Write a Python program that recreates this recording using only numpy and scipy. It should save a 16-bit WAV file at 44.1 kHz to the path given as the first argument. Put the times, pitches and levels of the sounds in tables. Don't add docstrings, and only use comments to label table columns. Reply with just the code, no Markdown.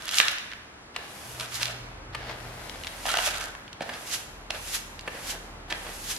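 import sys
import numpy as np
from scipy import signal
from scipy.fft import rfft, irfft, next_fast_len
from scipy.io import wavfile
from scipy.ndimage import map_coordinates

SR = 44100
rng = np.random.default_rng(int(sys.argv[2]) if len(sys.argv) > 2 else 0)


def wrap_up_sound(samples):
    columns = np.atleast_2d(samples).T
    tamed = np.clip(columns, -1, 1)
    steps = np.round(tamed * 32767).astype(np.int16)
    wavfile.write(sys.argv[1], SR, steps)


N = 272538
TIME = np.arange(N) / SR

# enter_s, hardest_push_s, leave_s, scrape_db, boom_db
PAN_STROKES = [(0.0, 0.17, 0.32, -30, -58), (1.39, 1.43, 1.426, -36.5, -52.5),
               (1.51, 1.622, 1.7, -36.5, -53), (3.06, 3.087, 3.15, -29, -50),
               (3.145, 3.244, 3.47, -28.5, -52)]
# mode_hz, width_hz, level_db
PAN_MODES = [(740, 125, -1), (1510, 230, -1), (1770, 120, -4), (2110, 130, -4), (2780, 170, -2),
             (3590, 190, -4), (4870, 220, -6)]
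# frequency_hz, level_db
FLICK_COLOUR = [(500, -34), (1400, -7.5), (3000, -4.5), (4200, -4.5), (6800, -4), (8500, -9.5),
                (12000, -7.5), (15500, -31.5)]
# frequency_hz, side_minus_mid_db
NEAR_WIDTH = [(100, -10.5), (300, -14.5), (700, -26), (1400, -4.5), (4500, -2.5), (12000, -3)]
# frequency_hz, side_minus_mid_db
FAR_WIDTH = [(50, -48), (130, -17), (380, -6), (700, -4), (1400, -0.5), (8000, 11.5)]
ENTER_S = 0.0011


def floor_strokes(land_s=0.00045, relax_s=0.017, lift_s=0.037, bend_range_db=4, hiss_growth=0.52):
    # land_s, lift_s, bear_down_s, rub_at_end_of_bearing_down_db, light_drag_rub_db, full_speed_hiss_db
    stroke_table = [(0.944, 1.436, 0.1, -44, -45, -42), (2.126, 3.08, 0.17, -39.5, -45, -44.5),
                    (3.821, 4.208, 0.15, -38.5, -45.5, -40), (4.499, 4.77, 0.054, -39, -47.5, -36.5),
                    (5.056, 5.326, 0.066, -55, -45.5, -40.5), (5.678, 6.168, 0.26, -48, -65, -38)]
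    # time_s, rub_db (before trim), half_length_s
    drag_table = [(2.306, -36.5, 0.026), (4.563, -43, 0.02), (5.161, -38.5, 0.027), (5.334, -37.5, 0.032),
                  (5.737, -39, 0.022), (5.876, -45.5, 0.04)]
    # frequency_hz, level_db
    rub_colour = [(150, -14), (350, 0.5), (750, 5), (1100, -1), (1650, 2.5), (3000, -2.5), (5000, -6),
                  (9000, -29.5)]
    # frequency_hz, level_db
    hiss_colour = [(1000, -25), (2500, 4.5), (4000, 2), (6500, 4.5), (8000, 2.5), (11500, 5), (13500, -6),
                   (15500, -17)]
    pressure, speed = 0, 0
    for land, lift, press_s, press_db, drag_db, hiss_db in stroke_table:
        contact = held(land, lift, land_s, lift_s)
        bend_db = bend_range_db * np.clip((TIME - land) / press_s - 1, -1, 0)
        pressed = from_db(press_db + bend_db) * held(land, land + press_s, land_s, relax_s)
        pressure += np.hypot(pressed, from_db(drag_db) * contact)
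        stroke_done = np.clip((TIME - land) / (lift - land), 0, 1)
        speed += from_db(hiss_db) * contact * stroke_done ** hiss_growth
    for s, db, half in drag_table:
        pressure += from_db(db) * np.exp(-np.minimum(((TIME - s) / half) ** 2, 20))

    rub = shifting(spread(slips(per_s=4000, size_db=2.0), NEAR_WIDTH, rub_colour))
    rub = rub * from_db(2.1 * drift(70))
    grit = spread(slips(per_s=260, size_db=2.5) * from_db(4 * drift(30)), NEAR_WIDTH, rub_colour)
    rub = rms_one(rub + from_db(-3) * grit)
    hiss = spread(slips(per_s=14000, size_db=1.5), NEAR_WIDTH, hiss_colour) * from_db(1.0 * drift(42))
    return from_db(-3.0) * rub * pressure + from_db(-3.0) * hiss * speed


def pan_strokes(scrape_ease_db_per_s=47, boom_ease_db_per_s=2):
    # frequency_hz, level_db
    boom_colour = [(200, -45), (450, -10), (690, -2), (1050, -12), (1550, -1.5), (2800, -40)]
    # frequency_hz, level_db
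    scrape_colour = [(550, -18), (1350, -2.5), (2300, -4), (3500, -2), (5000, -13), (8000, -13),
                     (11500, -14.5), (15500, -50)]
    scraping = sum(from_db(db) * push(*times, scrape_ease_db_per_s) for *times, db, _ in PAN_STROKES)
    booming = sum(from_db(db) * push(*times, boom_ease_db_per_s) for *times, _, db in PAN_STROKES)

    grit = slips(per_s=1500, size_db=-1.5) * from_db(2.9 * drift(90))
    crumbs = slips(per_s=190, size_db=3.0)
    scrape = shifting(spread(grit + from_db(-2.0) * hollow(grit), NEAR_WIDTH, scrape_colour))
    rattle = spread(crumbs + ring(crumbs, PAN_MODES), NEAR_WIDTH, FLICK_COLOUR)
    scrape = scrape + from_db(-2.5) * rattle
    boom = shifting(spread(slips(per_s=900, size_db=3.0), NEAR_WIDTH, boom_colour))
    boom = rms_one(boom * from_db(3.5 * drift(40)))
    return from_db(-2.5) * scrape * scraping + from_db(10.0) * boom * booming


def push(enter, hardest, leave, ease_db_per_s, push_db_per_s=78, leave_s=0.039):
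    db = np.minimum((TIME - hardest) * push_db_per_s, (hardest - TIME) * ease_db_per_s)
    return from_db(db) * held(enter, leave, ENTER_S, leave_s)


def hollow(x, mouth_hz=1080, back_hz=1680, travel_s=0.095, width_hz=300):
    enters = np.array([row[0] for row in PAN_STROKES])
    out, state, size = np.zeros_like(x), np.zeros((2, 2)), 128
    for i in range(0, N, size):
        inside_s = i / SR - enters[enters <= i / SR].max(initial=0)
        hz = back_hz + (mouth_hz - back_hz) * np.exp(-inside_s / travel_s)
        block = x[:, i:i + size]
        out[:, i:i + size], state = signal.lfilter(*resonance(hz, width_hz), block, zi=state)
    return out


def flicks(meet_s=0.078, meet_db=-14.0, fall_s=0.019):
    # time_s, level_db, rise_s
    flick_table = [(0.189, -24, 0.03), (1.556, -33, 0.034), (1.626, -31, 0.018), (3.06, -39, 0.035),
                   (3.269, -25.5, 0.036), (4.143, -25.5, 0.031), (4.75, -24.5, 0.019),
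                   (5.308, -29.5, 0.039), (6.115, -28, 0.036)]
    swell = 0
    for s, db, rise in flick_table:
        spring = np.exp(-np.minimum(np.maximum((s - TIME) / rise, (TIME - s) / fall_s), 20))
        rustle = from_db(meet_db) * held(s - meet_s, s, ENTER_S, fall_s)
        swell = swell + from_db(db) * np.maximum(spring, rustle)
    tufts = slips(per_s=16000, size_db=1.5)
    return swell * spread(tufts, NEAR_WIDTH, FLICK_COLOUR)


def pats(reach=2.35, side_db=-8.5, level_db=-10.0, tips_db=-19.5):
    # time_s, level_db (before trim), centre_hz, length_s
    pat_table = [(0.079, -26, 2060, 0.0037), (0.169, -18.5, 4500, 0.008), (0.21, -15, 2550, 0.0073),
                 (0.9612, -18, 1740, 0.0066), (1.407, -24, 2540, 0.0066), (1.604, -25.5, 2200, 0.024),
                 (2.146, -21.5, 1320, 0.011), (3.805, -25.5, 1210, 0.01), (3.815, -28, 1800, 0.021),
                 (3.889, -24.5, 1360, 0.014), (3.933, -30.5, 1810, 0.015), (4.504, -15.5, 1970, 0.0064),
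                 (4.545, -33, 1800, 0.008), (5.074, -21, 1040, 0.013), (5.698, -25, 1930, 0.023),
                 (5.714, -26.5, 485, 0.017)]
    out, t = np.zeros((2, N)), TIME[:SR // 20]
    for s, db, hz, length in pat_table:
        burst = rng.choice([-1, 1], (2, len(t))) * (t / length) ** 2 * np.exp(-5.5 * t / length)
        body = from_db(-3) * ring(band(burst, 400, 1.5 * hz), PAN_MODES)
        tips = from_db(tips_db) * np.sqrt(hz / 1700) * band(burst, 3400, 9700)
        mid, side = band(burst, hz / reach, hz * reach) + tips + body
        pat = mid + from_db(side_db) * side * np.array([[1], [-1]])
        loudness = np.sqrt(np.sum(mid ** 2) / (length * SR))
        add(out, from_db(db + level_db) * pat / loudness, s)
    return out


def knocks(contact_s=0.0012, rattle_db=-10.5, low_hz=520, high_hz=3000,
           spot_width_hz=130, spot_db=5.5, dry_db=-5.0):
    # time_s, peak_db, spot_hz
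    knock_table = [(3.055, -17, 806), (3.068, -19, 735), (3.086, -17, 1480), (3.115, -21.5, 1800),
                   (3.141, -11, 1490), (3.152, -24, 1570), (3.170, -19.5, 730), (3.187, -14.5, 2860),
                   (3.19, -17.5, 730), (3.202, -22, 1600)]
    out, t = np.zeros((2, N)), TIME[:SR // 20]
    for s, db, hz in knock_table:
        rattle = rng.choice([-1, 1], (2, len(t))) * (t / contact_s) * np.exp(-t / contact_s)
        blow = band((t == 0) + from_db(rattle_db) * rattle, low_hz, high_hz)
        spot = ring(blow, [(hz, spot_width_hz, spot_db)])
        knock = ring(blow, PAN_MODES) + spot + from_db(dry_db) * blow
        add(out, from_db(db) * knock / np.abs(knock).max(), s)
    return out


def thumps(contact_s=0.00021):
    # time_s, peak_db
    thump_table = [(0.2004, -26.5), (3.8085, -21.5), (3.821, -26.5), (5.077, -33), (5.15, -31.5)]
    # mode_hz, width_hz, level_db
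    floor_modes = [(190, 184, -10), (551, 78, 1), (813, 200, -1.5)]
    t, out = TIME[:SR // 5], np.zeros((2, N))
    note = ring(t * np.exp(-t / contact_s), floor_modes)
    for s, db in thump_table:
        add(out, from_db(db) * note[None] / np.abs(note).max(), s)
    return out


def ticks(reach=1.7, scatter_db=-13.5, scatter_s=0.0016, ring_db=-30.0, crack_db=-22.0,
          spot_width_hz=450, spot_db=-6.0, level_db=0.5):
    # time_s, peak_db (before trim), centre_hz
    tick_table = [(0.0226, -27, 2900), (0.0914, -13.5, 3130), (0.1432, -11, 4300), (0.1553, -13, 5500),
                  (0.1845, -1, 3630), (0.201, 0, 2100), (0.283, -6, 3070), (0.296, -19, 3080),
                  (0.3841, -20, 3400), (0.517, -25, 2400), (0.5237, -27, 1730), (0.5345, -24, 2300),
                  (1.3987, -18, 3640), (1.4595, -26, 3980), (1.544, -20, 4490), (1.5544, -18, 4900),
                  (1.6245, -18, 3740), (1.6308, -8.5, 3300), (1.6562, -13.5, 3500), (1.683, -21, 2600),
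                  (2.6963, -21.5, 3280), (2.8364, -22.5, 2900), (2.8466, -24.5, 2400),
                  (2.8702, -17.5, 3000), (2.8759, -22, 3290), (3.1625, -17, 2800), (3.172, -10, 3700),
                  (3.373, -22, 3200), (3.4285, -25, 3600), (3.551, -27, 1500), (3.6798, -30, 2300),
                  (3.7299, -26, 3300), (4.993, -22, 2900), (5.0102, -29, 4500), (5.7252, -12, 2300),
                  (6.1643, -19.5, 4540)]
    out, t = np.zeros((2, N)), TIME[:SR // 20]
    for s, db, hz in tick_table:
        scatter = rng.choice([-1, 1], (2, len(t))) * np.exp(-t / scatter_s)
        scatter = scatter * np.minimum(2 * t / scatter_s, 1)
        pulse = (t == 0) + from_db(scatter_db) * scatter
        crack = from_db(crack_db) * (hz / 3000) ** 2 * band(pulse, 7100, 9800)
        spot = ring(pulse, [(hz, spot_width_hz, spot_db)])
        tick = band(pulse, hz / reach, hz * reach) + crack
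        tick = tick + from_db(ring_db) * ring(pulse, PAN_MODES) + spot
        add(out, from_db(db + level_db) * tick / np.abs(tick.mean(axis=0)).max(), s)
    return out


def shifting(x, spots_per_s=16, spot_colour_db=3.0):
    edges = np.geomspace(350, 4400, num=12)
    change = 0
    for low, high in zip(edges, edges[1:]):
        change = change + band(x, low, high) * (from_db(spot_colour_db * drift(spots_per_s)) - 1)
    return rms_one(x + change)


def slips(per_s, size_db):
    sizes = from_db(size_db * np.minimum(rng.exponential(1, (2, N)), 5))
    return rms_one((rng.random((2, N)) < per_s / SR) * sizes * rng.choice([-1, 1], (2, N)))


def placed(x, pan_db=1.15, lead_s=2e-5):
    # time_s, place (-1 far out on the left .. 1 at the pan, on the right)
    place_table = [(0.4, 1), (0.95, -1.15), (1.55, 0.99), (2.25, -0.81), (2.65, -1.44), (3.15, 1),
                   (3.8, 0.78), (6.1, 0.66)]
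    place = np.interp(TIME, *np.transpose(place_table))
    channels = []
    for side, channel in zip((-1, 1), x):
        heard = map_coordinates(channel, [(TIME + side * lead_s * place) * SR], order=3)
        channels.append(from_db(side * pan_db * place) * heard)
    return np.array(channels)


def room(x, gap_s=0.0013, treble_db=-6.0):
    # frequency_hz, t60_s
    decay_table = [(200, 0.79), (1500, 1), (4000, 0.66), (12000, 0.92)]
    t, edges, tail = TIME[:SR], np.geomspace(100, 16000, num=9), 0
    for low, high in zip(edges, edges[1:]):
        hz = np.sqrt(low * high)
        gain = from_db(at_hz([(2500, 0), (11000, treble_db)], hz))
        decay = np.exp(-np.log(1000) * t / at_hz(decay_table, hz))
        tail = tail + gain * band(rng.standard_normal((2, SR)), low, high) * decay
    response = spread(tail * (1 - np.exp(-(t / gap_s) ** 2)), FAR_WIDTH) / np.sqrt(SR)
    return signal.fftconvolve(x, response, axes=1)[:, :N]


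def engine():
    # start_s, end_s, level_db
    drone_table = [(1.25, 2.49, -53), (1.33, 1.75, -55.5), (2.08, 2.47, -55.5)]
    # start_s, end_s, level_db
    throb_table = [(1.8, 3.5, -50.5), (4.3, 5.02, -51), (5.22, 6.1, -49.5)]
    drone = engine_tone(drone_table, hz=63.2, sag_hz_per_s=1.404, overtone_db=9, waver_db=1.8)
    return drone + engine_tone(throb_table, hz=45, sag_hz_per_s=1.1, overtone_db=-7.0, waver_db=1.0)


def engine_tone(swells, hz, sag_hz_per_s, overtone_db, waver_db, swell_s=0.0092, fade_s=0.14):
    phase = 2 * np.pi * np.cumsum(hz - sag_hz_per_s * TIME) / SR
    tone = np.sin(phase) + from_db(overtone_db) * np.sin(2 * phase)
    level = sum(from_db(db) * held(start, end, swell_s, fade_s) for start, end, db in swells)
    return rms_one(tone) * level * from_db(waver_db * drift(8))


def street_murmur(level_db=-49):
    # time_s, level_db (relative)
    traffic_table = [(0.9, -0.5), (1.6, 3.5), (2.6, 4.5), (3.7, 1.5), (6.1, 4)]
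    # frequency_hz, level_db
    street_colour = [(28, -11.5), (70, -4), (160, -7.5), (300, -8.5), (500, -10.5), (850, -9.5),
                     (1400, -12.5), (2300, -17.5), (4600, -29), (11000, -47)]
    murmur = spread(rng.standard_normal((2, N)), FAR_WIDTH, street_colour)
    return from_db(level_db + np.interp(TIME, *np.transpose(traffic_table))) * murmur


def room_air(level_db=-53.5):
    # frequency_hz, level_db
    air_colour = [(1200, 1.5), (2500, -1), (4600, -4), (11000, -13), (15000, -50)]
    return from_db(level_db) * spread(rng.standard_normal((2, N)), FAR_WIDTH, air_colour)


def from_db(db):
    return 10 ** (np.asarray(db) / 20)


def rms_one(x):
    return x / np.sqrt(np.mean(x ** 2) + 1e-20)


def at_hz(points, hz):
    f, value = np.transpose(points)
    return np.interp(np.log(np.maximum(hz, 1)), np.log(f), value)


def drift(rate):
    knots = rng.standard_normal(4000)
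    return np.interp(TIME * rate, np.arange(len(knots)), knots)


def held(start, end, attack_s, release_s):
    rise = 1 - np.exp(-np.maximum(TIME - start, 0) / attack_s)
    return rise * np.exp(-np.clip((TIME - end) / release_s, 0, 20))


def band(x, low_hz, high_hz):
    edges = [low_hz, min(high_hz, SR / 2 - 2000)]
    return signal.sosfilt(signal.butter(2, edges, "band", fs=SR, output="sos"), x)


def resonance(hz, width):
    r = np.exp(-np.pi * width / SR)
    return (1 - r * r) / 2 * np.array([1, 0, -1]), [1, -2 * r * np.cos(2 * np.pi * hz / SR), r * r]


def ring(x, modes):
    out = 0
    for k, (hz, width, db) in enumerate(modes):
        out = out + (-1) ** k * from_db(db) * signal.lfilter(*resonance(hz, width), x + 1e-18)
    return out


def spread(pair, width, spectrum=None):
    size = next_fast_len(pair.shape[1])
    hz = np.fft.rfftfreq(size, 1 / SR)
    mid, side = rfft(pair, size)
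    share = from_db(at_hz(width, hz))
    gain = 1 / np.sqrt(1 + share ** 2)
    if spectrum is not None:
        low_cut = np.minimum(hz / spectrum[0][0], 1) ** 2
        gain = gain * low_cut * from_db(at_hz(spectrum, hz))
    left_right = gain * np.array([mid + share * side, mid - share * side])
    return rms_one(irfft(left_right, size)[:, :pair.shape[1]])


def add(out, sound, s):
    start = max(int(s * SR), 0)
    out[:, start:start + sound.shape[1]] += sound[:, :N - start]


def scene():
    sweep = floor_strokes() + pan_strokes() + flicks()
    blows = pats() + knocks() + thumps() + ticks()
    brush = placed(sweep + blows) + room(from_db(-10.5) * sweep + from_db(-7.5) * blows)
    return brush + engine() + street_murmur() + room_air()


def record(dry, cutoff_hz=15800):
    low_pass = signal.ellip(10, .1, 80, cutoff_hz, fs=SR, output="sos")
    return signal.sosfilt(low_pass, np.clip(dry, -1, 1))


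dry = scene()
out = record(dry)
wrap_up_sound(out)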